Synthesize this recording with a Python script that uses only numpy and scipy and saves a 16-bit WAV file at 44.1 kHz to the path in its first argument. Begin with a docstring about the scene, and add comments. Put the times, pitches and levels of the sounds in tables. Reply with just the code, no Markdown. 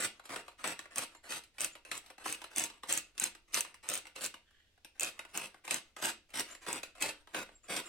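"""A wooden pepper mill is twisted about three times a second over an enamel dish, with one pause.
Each twist drives a dense run of random fractures through the resonances of wood, chamber and burr;
whole corns snap as sharp clicks that ring the burr. Around the twists the loose top knocks, rubs and
faintly squeaks, and in the pause the hand rubs on the mill. Dish, worktop and the walls of a small
kitchen add short echoes, over faint air noise and a low rumble."""
import sys
import numpy as np
from scipy import signal
from scipy.fft import rfft, irfft
from scipy.io import wavfile

SR = 44100
rng = np.random.default_rng(int(sys.argv[2]) if len(sys.argv) > 2 else 0)


def to_wav(sig):
    """Store sig (one row per channel, or 1-D mono) as 16-bit WAV at the path in sys.argv[1].

    Samples outside -1..1 are clipped; the rate is SR.
    """
    pcm = np.clip(np.atleast_2d(sig), -1, 1) * 32767
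    pcm = np.round(pcm).astype(np.int16)
    wavfile.write(sys.argv[1], SR, pcm.T)  # frames by channels


N = 347508  # length in samples


def undb(db):
    """Amplitude gain is the antilogarithm of a twentieth of the level in decibels."""
    return 10 ** (np.asarray(db) / 20)


def unit(x):
    """Energy normalisation: the mean energy per channel becomes one."""
    channels = len(np.atleast_2d(x))
    return x / np.sqrt(np.sum(x ** 2) / channels + 1e-18)


def add(track, start_s, x):
    """Superposition: the pressure of x adds to the track from start_s, cut at both ends."""
    i = int(start_s * SR)
    x, i = x[max(-i, 0):], max(i, 0)
    x = x[:max(N - i, 0)]
    track[i:i + len(x)] += x


def filtered(x, order, hz, kind):
    """Butterworth filtering: a maximally flat passband with a smooth roll-off."""
    return signal.sosfilt(signal.butter(order, hz, kind, fs=SR, output="sos"), x)


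def stereo_noise(count, alike_hz):
    """Diffuse-field coherence: two channels agree in the bass and are unrelated in the treble."""
    f = np.arange(count // 2 + 1) * SR / count
    likeness = 1 / (1 + (f / alike_hz) ** 2)
    mid, side = rfft(rng.standard_normal((2, count)))
    mid = mid * np.sqrt(1 + likeness)
    side = side * np.sqrt(np.maximum(1 - likeness, 0))
    return irfft(np.array([mid + side, mid - side]), count)


def ring(modes, spread, size=2048):
    """Modal superposition: the impulse response of resonances that grip and contact point detune a little."""
    f = np.arange(1, size // 2 + 2) * SR / size
    shifts = np.exp(spread * rng.standard_normal(len(modes)))
    response = 0
    for k, ((hz, width, db), shift) in enumerate(zip(modes, shifts)):
        sign = (-1) ** k  # neighbouring modes alternate in polarity
        detuning = (f * f - (hz * shift) ** 2) / (f * width)
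        response = response + sign * undb(db) / (1 + 1j * detuning)
    return unit(irfft(response)[:size // 2])


def grains(count, per_s, scatter_db):
    """Shot noise: random tiny impulses, a few much larger than the rest, with an rms of one."""
    size = undb(scatter_db * np.minimum(rng.exponential(size=count), 3))
    happens = rng.random(count) < per_s / SR
    clicks = happens * size * rng.choice([-1, 1], count)
    return unit(clicks) * np.sqrt(count)


def catches(t, per_s, depth_db):
    """Stick-slip modulation: a gain that wanders at random between catching and slipping."""
    steps = rng.standard_normal(64)
    return undb(depth_db * np.interp((t - t[0]) * per_s, np.arange(len(steps)), steps - steps.mean()))


def slide(length_s):
    """Light dry friction: sparse contacts whose rate is steady while their strength swells and fades."""
    count = int(length_s * SR)
    return grains(count, per_s=900, scatter_db=2.5) * signal.windows.tukey(count, .5)


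# Spectrum of still kitchen air. Each row: frequency in Hz, relative spectral level in dB.
AIR_SPECTRUM = [(25, -1), (45, -6), (70, 0), (110, -11.5), (170, -18), (300, -14.5), (700, -21.5),
                (1500, -28), (2700, -18.5), (5000, -23), (9000, -30.5), (16000, -39.5)]


def air(level_db=-73.5):
    """Stationary coloured noise: random phases under a fixed spectrum give rumble and hiss."""
    hz, db = np.transpose(AIR_SPECTRUM)
    f = np.arange(1, N // 2 + 2) * SR / N
    colour = undb(np.interp(np.log(f), np.log(hz), db))
    x = irfft(rfft(stereo_noise(N, alike_hz=556)) * colour, N)
    return unit(x) * np.sqrt(N) * undb(level_db)


# Course of the low rumble. Each row: time in seconds, level in dB.
RUMBLE_LEVEL = [(0, -84), (2.5, -79), (3.3, -76), (4.3, -84), (6.002, -82), (6.7, -73.5), (7.8, -74)]


def rumble(bottom_hz=20, top_hz=45):
    """Band-limited noise under a slow envelope, partly different in the two channels."""
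    x = filtered(stereo_noise(N, alike_hz=25), 2, [bottom_hz, top_hz], "band")
    level_db = np.interp(np.arange(N) / SR, *np.transpose(RUMBLE_LEVEL))
    return unit(x) * np.sqrt(N) * undb(level_db)


# Reverberation of the kitchen by band. Each row: centre in Hz, 60 dB decay time in seconds,
# relative starting level in dB.
KITCHEN_BANDS = [(148, 0.36, -8), (400, 0.28, -0.5), (980, 0.25, -6.5), (2910, 0.27, 0.5), (6970, 0.21, -3),
                 (15000, 0.12, 4.5)]


def kitchen_echo(size=22050, build_up_s=0.0052):
    """Statistical reverberation: the walls return dense noise, each band with its own exponential decay."""
    t = np.arange(size) / SR
    f = np.arange(1, size // 2 + 2) * SR / size
    noise = rfft(stereo_noise(size, alike_hz=1620))
    centres = np.log(np.array(KITCHEN_BANDS)[:, 0])
    tail = 0
    for share, (_, t60, db) in zip(np.eye(len(KITCHEN_BANDS)), KITCHEN_BANDS):
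        band = irfft(noise * np.interp(np.log(f), centres, share))
        tail = tail + band * undb(db - 60 * t / t60)
    return unit(tail * (1 - np.exp(-t / build_up_s)))


def dish_echo(x, decay_s=0.0029, build_up_s=0.0002, bend_hz=800, size=8192):
    """Scattering: dish and worktop smear the treble as the mill moves; long waves return in step."""
    bass = filtered(x, 1, bend_hz, "low")
    treble = np.pad(filtered(x, 2, bend_hz, "high"), 2 * size)
    t = np.arange(1024) / SR
    envelope = np.exp(-t / decay_s) * (1 - np.exp(-t / build_up_s))
    fade = signal.windows.cosine(2 * size)
    out = np.zeros((2, N))
    for i in range(-size, N, size):  # overlapping stretches, each with new scattering paths
        paths = unit(stereo_noise(len(t), alike_hz=505) * envelope)
        part = treble[i + 2 * size:][:len(fade)] * fade
        for channel, path in zip(out, paths):
            add(channel, i / SR, signal.fftconvolve(part, path))
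    return out + .5 * bass


def placed(x, walls, direct_db, dish_db, walls_db, lag_s=.00002):
    """Interaural delay and echo: the mill lies slightly nearer the left, so the right hears it later."""
    f = np.arange(N // 2 + 1) * SR / N
    late = irfft(rfft(x) * np.exp(-2j * np.pi * f * lag_s), N)
    echo = signal.fftconvolve(x[None], walls, axes=1)[:, :N]
    return undb(direct_db) * np.array([x, late]) + undb(dish_db) * dish_echo(x) + undb(walls_db) * echo


# Resonances of the enamel dish. Each row: frequency in Hz, bandwidth in Hz, relative level in dB.
DISH_MODES = [(336.6, 50, -4), (943, 28, 5), (2605, 50, -4)]


def dish_singing(sound):
    """Sympathetic resonance: the dish answers whatever falls on its modes."""
    response = ring(DISH_MODES, spread=0, size=16384)
    return signal.fftconvolve(sound, response[None], axes=1)[:, :N]


# The hand shifting in the pause: start in seconds, length in seconds, relative level in dB.
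HAND_SHIFT = (4.41, 0.37, -79.5)
# Resonances of that rub. Each row: frequency in Hz, bandwidth in Hz, relative level in dB.
HAND_MODES = [(1840, 280, 1), (3170, 300, -1.5), (3500, 280, 0), (7700, 230, -14.5)]


def shifting():
    """Intermittent friction: the hand rubs in fits along the resting mill and stirs its resonances."""
    out = np.zeros(N)
    start, length, db = HAND_SHIFT
    rub = slide(length)
    rub = rub * catches(np.arange(len(rub)) / SR, per_s=42, depth_db=3.5)
    add(out, start, undb(db) * signal.fftconvolve(rub, ring(HAND_MODES, spread=0.0082)))
    return out


# Faint squeaks of the steel shaft. Each row: middle in seconds, relative level in dB.
SHAFT_SQUEAKS = [(.255, -60), (.485, -68), (1.16, -61.5), (1.731, -61), (6.517, -55), (6.63, -61),
                 (7.56, -65), (7.641, -59), (7.864, -49)]


def squeaking(hz=7150, width_hz=170, length_s=0.039):
    """Stick-slip excitation: slips of the shaft swell one narrow steel resonance."""
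    out, count = np.zeros(N), int(length_s * SR)
    for middle, db in SHAFT_SQUEAKS:
        slips = grains(count, per_s=3000, scatter_db=0) * np.hanning(count)
        steel = ring([(hz, width_hz, 0)], spread=0.027)
        steel_twice = unit(signal.fftconvolve(steel, steel))  # narrower, with a softer onset
        add(out, middle - length_s / 2, undb(db) * signal.fftconvolve(slips, steel_twice))
    return out


# Resonances of the wooden body, the grinding chamber and the burr.
# Each row: frequency in Hz, bandwidth in Hz, relative level in dB.
WOOD_MODES = [(141, 31.6, -4.5), (222.5, 89, -3), (315.7, 66.3, 2), (500, 152, 0.5), (585.6, 95, 4.5),
              (765, 130, 0.5), (950, 100, 3), (1172, 240, 2), (1348, 147, 6), (1483, 255, 3.5),
              (2190, 246, -5)]
CHAMBER_MODES = [(2580, 372, -4), (2774, 174, 3), (3360, 1780, -8), (4020, 58, 0.5), (4500, 370, -69)]
BURR_MODES = [(4875, 2530, -16), (6430, 240, -8), (6490, 310, -15.5), (7520, 250, -4.5), (7810, 407, -6),
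              (8440, 480, -2), (9170, 1600, -8), (12760, 9300, -20), (15800, 2400, -20.5)]


def mill(push, crisp_db, chamber_db, spread):
    """Contact hardness: crisper contacts excite more of chamber and burr beside the wooden body."""
    parts = [(WOOD_MODES, 0), (CHAMBER_MODES, chamber_db + 0.69 * crisp_db), (BURR_MODES, crisp_db)]
    return sum(signal.fftconvolve(push * undb(db), ring(modes, spread)) for modes, db in parts)


def rubbing(crisp_db=-5, gain_db=-3):
    """Sliding friction: the unloaded top rubs over dry wood and pepper dust before and after each twist."""
    take_up_s = .06  # the top takes up its slack just before the bite
    regrip_s, slide_back_s = 0.028, 0.12  # after a twist the hand waits, then turns back
    out = np.zeros(N)
    for start, length, _, _, take_up_db, back_db in MILL_TWISTS:
        slides = [(start - take_up_s, take_up_s, take_up_db),
                  (start + length + regrip_s, slide_back_s, back_db)]
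        for s, span, db in slides:
            add(out, s, undb(db + gain_db) * mill(slide(span), crisp_db, chamber_db=-1, spread=0.048))
    return filtered(out, 1, 350, "high")


# The top and shaft knocking in the wood. Each row: start in seconds, relative level in dB,
# relative crispness (treble against body) in dB.
TOP_KNOCKS = [(0.196, -38.5, -18), (0.255, -44.5, -2.5), (0.293, -32, -16), (0.335, -28.5, -45),
              (0.36, -23.5, -15.5), (0.481, -33, -17.5), (0.641, -20.5, -16.5), (0.7913, -30.5, -10),
              (0.856, -35, -23), (1.149, -37.5, -18), (1.322, -28.5, -7.5), (1.437, -54.5, 4.5),
              (1.583, -34, -10), (1.753, -35.5, -15.5), (1.85, -40.5, -11), (1.915, -24, -10.5),
              (2.062, -51, -0.5), (2.102, -35.5, -15.5), (2.181, -38, -15), (2.259, -22.5, -40),
              (2.417, -30.5, -16), (2.441, -30, -13), (2.7, -39, -9), (2.834, -30, -16.5),
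              (3.179, -35, -2.5), (3.35, -39.5, -11.5), (3.573, -21.5, -12), (3.648, -33, -13.5),
              (3.743, -40.5, -9.5), (4.054, -37.5, -16.5), (4.069, -39.5, -9), (4.1608, -30.5, -12.5),
              (4.341, -35, -12), (4.508, -57.5, -12), (4.777, -51.5, -22), (4.847, -40.5, -6.5),
              (5.192, -30.5, -10.5), (5.25, -36.5, -18), (5.544, -38, -22), (5.652, -58.5, 13),
              (5.678, -28, -13.5), (5.709, -25.5, -2.5), (5.965, -30.5, -15.5), (6.024, -25, -15),
              (6.304, -57, 0), (6.339, -29.5, -16), (6.55, -38.5, -9.5), (6.665, -29, -18),
              (6.832, -30, -7), (6.952, -43.5, -16), (7.024, -27.5, -2), (7.273, -41, -18),
              (7.346, -21.5, -17), (7.365, -29, -18), (7.49, -38, -28), (7.694, -32, -28),
              (7.764, -29, 1.5)]


def knocking(gain_db=4, crispen_db=7.5, chatter_s=0.0057, chatter_db=-2, low_hz=450):
    """Impact excitation: the loose top hits its seat, then chatters with an exponential decay."""
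    out, t = np.zeros(N), np.arange(900) / SR
    for start, db, crisp_db in TOP_KNOCKS:
        chatter = grains(len(t), per_s=2500, scatter_db=2) * np.exp(-t / chatter_s)
        push = undb(chatter_db) * unit(chatter)
        push[0] += 1  # the first hit
        push = filtered(push, 1, low_hz, "high")  # light parts stir little bass
        knock = mill(push, crisp_db + crispen_db, chamber_db=1, spread=0.026)
        add(out, start, undb(db + gain_db) * knock)
    return out


# Whole corns snapping. Each row: time in seconds, relative peak level in dB, main ring in Hz.
CORN_CRACKS = [(0.031, -28, 7870), (0.6754, -22, 8200), (0.959, -23.5, 8500), (0.9822, -16, 8550),
               (1.6064, -20.5, 8100), (1.6153, -19, 8400), (1.645, -16, 8150), (1.9775, -28, 8000),
               (2.3256, -19.5, 8200), (2.561, -23, 9040), (2.5824, -16, 9000), (2.596, -18, 7800),
               (2.6384, -18, 8200), (2.9252, -14, 7660), (2.9366, -20, 7740), (2.9754, -17, 7560),
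               (3.1982, -16.5, 7750), (3.237, -20, 8400), (3.2395, -14, 7970), (3.5433, -15, 6200),
               (3.607, -13.5, 8600), (3.8884, -18, 8200), (3.8992, -20, 8400), (3.938, -19.5, 8700),
               (3.945, -24, 8200), (3.9535, -21, 8800), (3.9759, -24, 8170), (4.243, -29, 6140),
               (4.2498, -24, 6030), (4.2613, -23.5, 7600), (4.9966, -18, 8220), (5.008, -18.5, 8200),
               (5.0318, -18.5, 8000), (5.0464, -25, 5900), (5.3747, -17, 8000), (5.7086, -21.5, 8740),
               (5.7432, -17, 8360), (6.056, -18.5, 8300), (6.396, -21, 5770), (6.729, -20.5, 7850),
               (7.007, -33, 9100), (7.0228, -17.5, 7950)]


def cracking(splinter_s=0.00056, splinter_db=-9, delay_s=0.00056):
    """Brittle fracture: a click and a brief burst of splinters ring the burr at each corn's own pitch."""
    out, t = np.zeros(N), np.arange(256) / SR
    splinter_envelope = np.exp(-t / splinter_s) * t / (t + splinter_s)
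    for s, db, hz in CORN_CRACKS:
        snap = undb(splinter_db) * rng.standard_normal(len(t)) * splinter_envelope
        snap[0] = 1
        modes = [(2600, 600, -11), (6100, 600, -7), (hz, 900, 0), (9300, 1500, -15), (13000, 4000, -18)]
        x = signal.fftconvolve(snap, ring(modes, spread=0.017))
        add(out, s + delay_s, x * undb(db) / np.abs(x).max())
    return out


# The twists. Each row: start in seconds, length in seconds, relative force as level in dB,
# relative crispness (treble against body) in dB, relative level in dB of the take-up rub before it,
# relative level in dB of the slide back after it.
MILL_TWISTS = [ (-0.02, 0.076, -40, 0.5, -63, -75), (0.289, .11, -46, -9, -64.5, -70.5),
               (0.634, 0.086, -41.5, -5, -59, -66.5), (0.956, 0.075, -42.5, -1, -62, -70),
               (1.286, 0.088, -47, 0, -58.5, -85), (1.592, 0.067, -46.5, 4, -72.5, -72),
               (1.907, 0.071, -52, 0.5, -62.5, -68), (2.246, 0.091, -45.5, 2, -59.5, -65),
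               (2.558, 0.093, -44.5, 3, -60.5, -68.5), (2.88, 0.1, -45, 4.5, -62.5, -76),
               (3.198, 0.064, -43.5, 1.5, -71, -79.5), (3.531, 0.054, -43.5, 6, -70, -67),
               (3.882, 0.097, -45, 0, -57, -74), (4.205, 0.058, -45.5, 3, -53, -83),
               (5.0, 0.082, -45.5, 1.5, -72, -69), (5.338, 0.12, -47, -2, -68.5, -75),
               (5.693, 0.081, -44.5, -0.5, -56.5, -75.5), (6.017, 0.081, -40.5, 0.5, -55.5, -99),
               (6.342, 0.067, -42, 0.5, -69, -58.5), (6.666, .112, -43, -4.5, -59, -74),
               (7.004, 0.09, -40, -3.5, -61, -74.5), (7.338, 0.077, -40.5, -8, -69, -72.5),
               (7.687, .105, -39.5, -5.5, -69, -57.5)]


def grinding(body_db=-3.5, burr_db=3):
    """Granular excitation: each twist bites, drags the burr through ever finer pepper and lets go."""
    bite_s, release_s = .03, 0.024  # the burr swells into the pepper around the start, then lets go
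    sag_db_per_s, crispen_db_per_s = 62.5, 30.5  # smaller pieces: less force, finer crunch
    out = np.zeros(N)
    for start, length, force_db, crisp_db, _, _ in MILL_TWISTS:
        t = np.arange(-bite_s / 2, length + release_s, 1 / SR)
        bite = np.minimum(t / bite_s + .5, 1) ** 2
        release = np.minimum((length + release_s - t) / release_s, 1)
        from_middle = t - length / 2
        force = bite * release * undb(force_db + body_db - sag_db_per_s * from_middle)
        crushing = grains(len(t), per_s=2400, scatter_db=4.5) * catches(t, per_s=260, depth_db=2)
        push = unit(crushing) * np.sqrt(len(t)) * force
        crisp = crisp_db + burr_db + crispen_db_per_s * from_middle
        add(out, start + t[0], mill(push, crisp, chamber_db=-2, spread=0.028))
    return out


def scene(sing_db=-19):
    """Directivity: cracks shoot straight from the mill's mouth, the body radiates all round into the room."""
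    walls = kitchen_echo()
    crunch = placed(grinding(), walls, direct_db=-3, dish_db=0, walls_db=-5)
    cracks = placed(cracking(), walls, direct_db=2, dish_db=-2.5, walls_db=-7.5)
    handled = knocking() + rubbing() + shifting() + squeaking()
    handling = placed(handled, walls, direct_db=-1, dish_db=3.5, walls_db=0)
    sound = crunch + cracks + handling
    return sound + undb(sing_db) * dish_singing(sound) + air() + rumble()


def record(dry, top_hz=16100):
    """Band limitation: a steep elliptic low-pass removes the highest treble."""
    return signal.sosfilt(signal.ellip(8, .2, 70, top_hz, fs=SR, output="sos"), dry)


dry = scene()
out = record(dry)
to_wav(out)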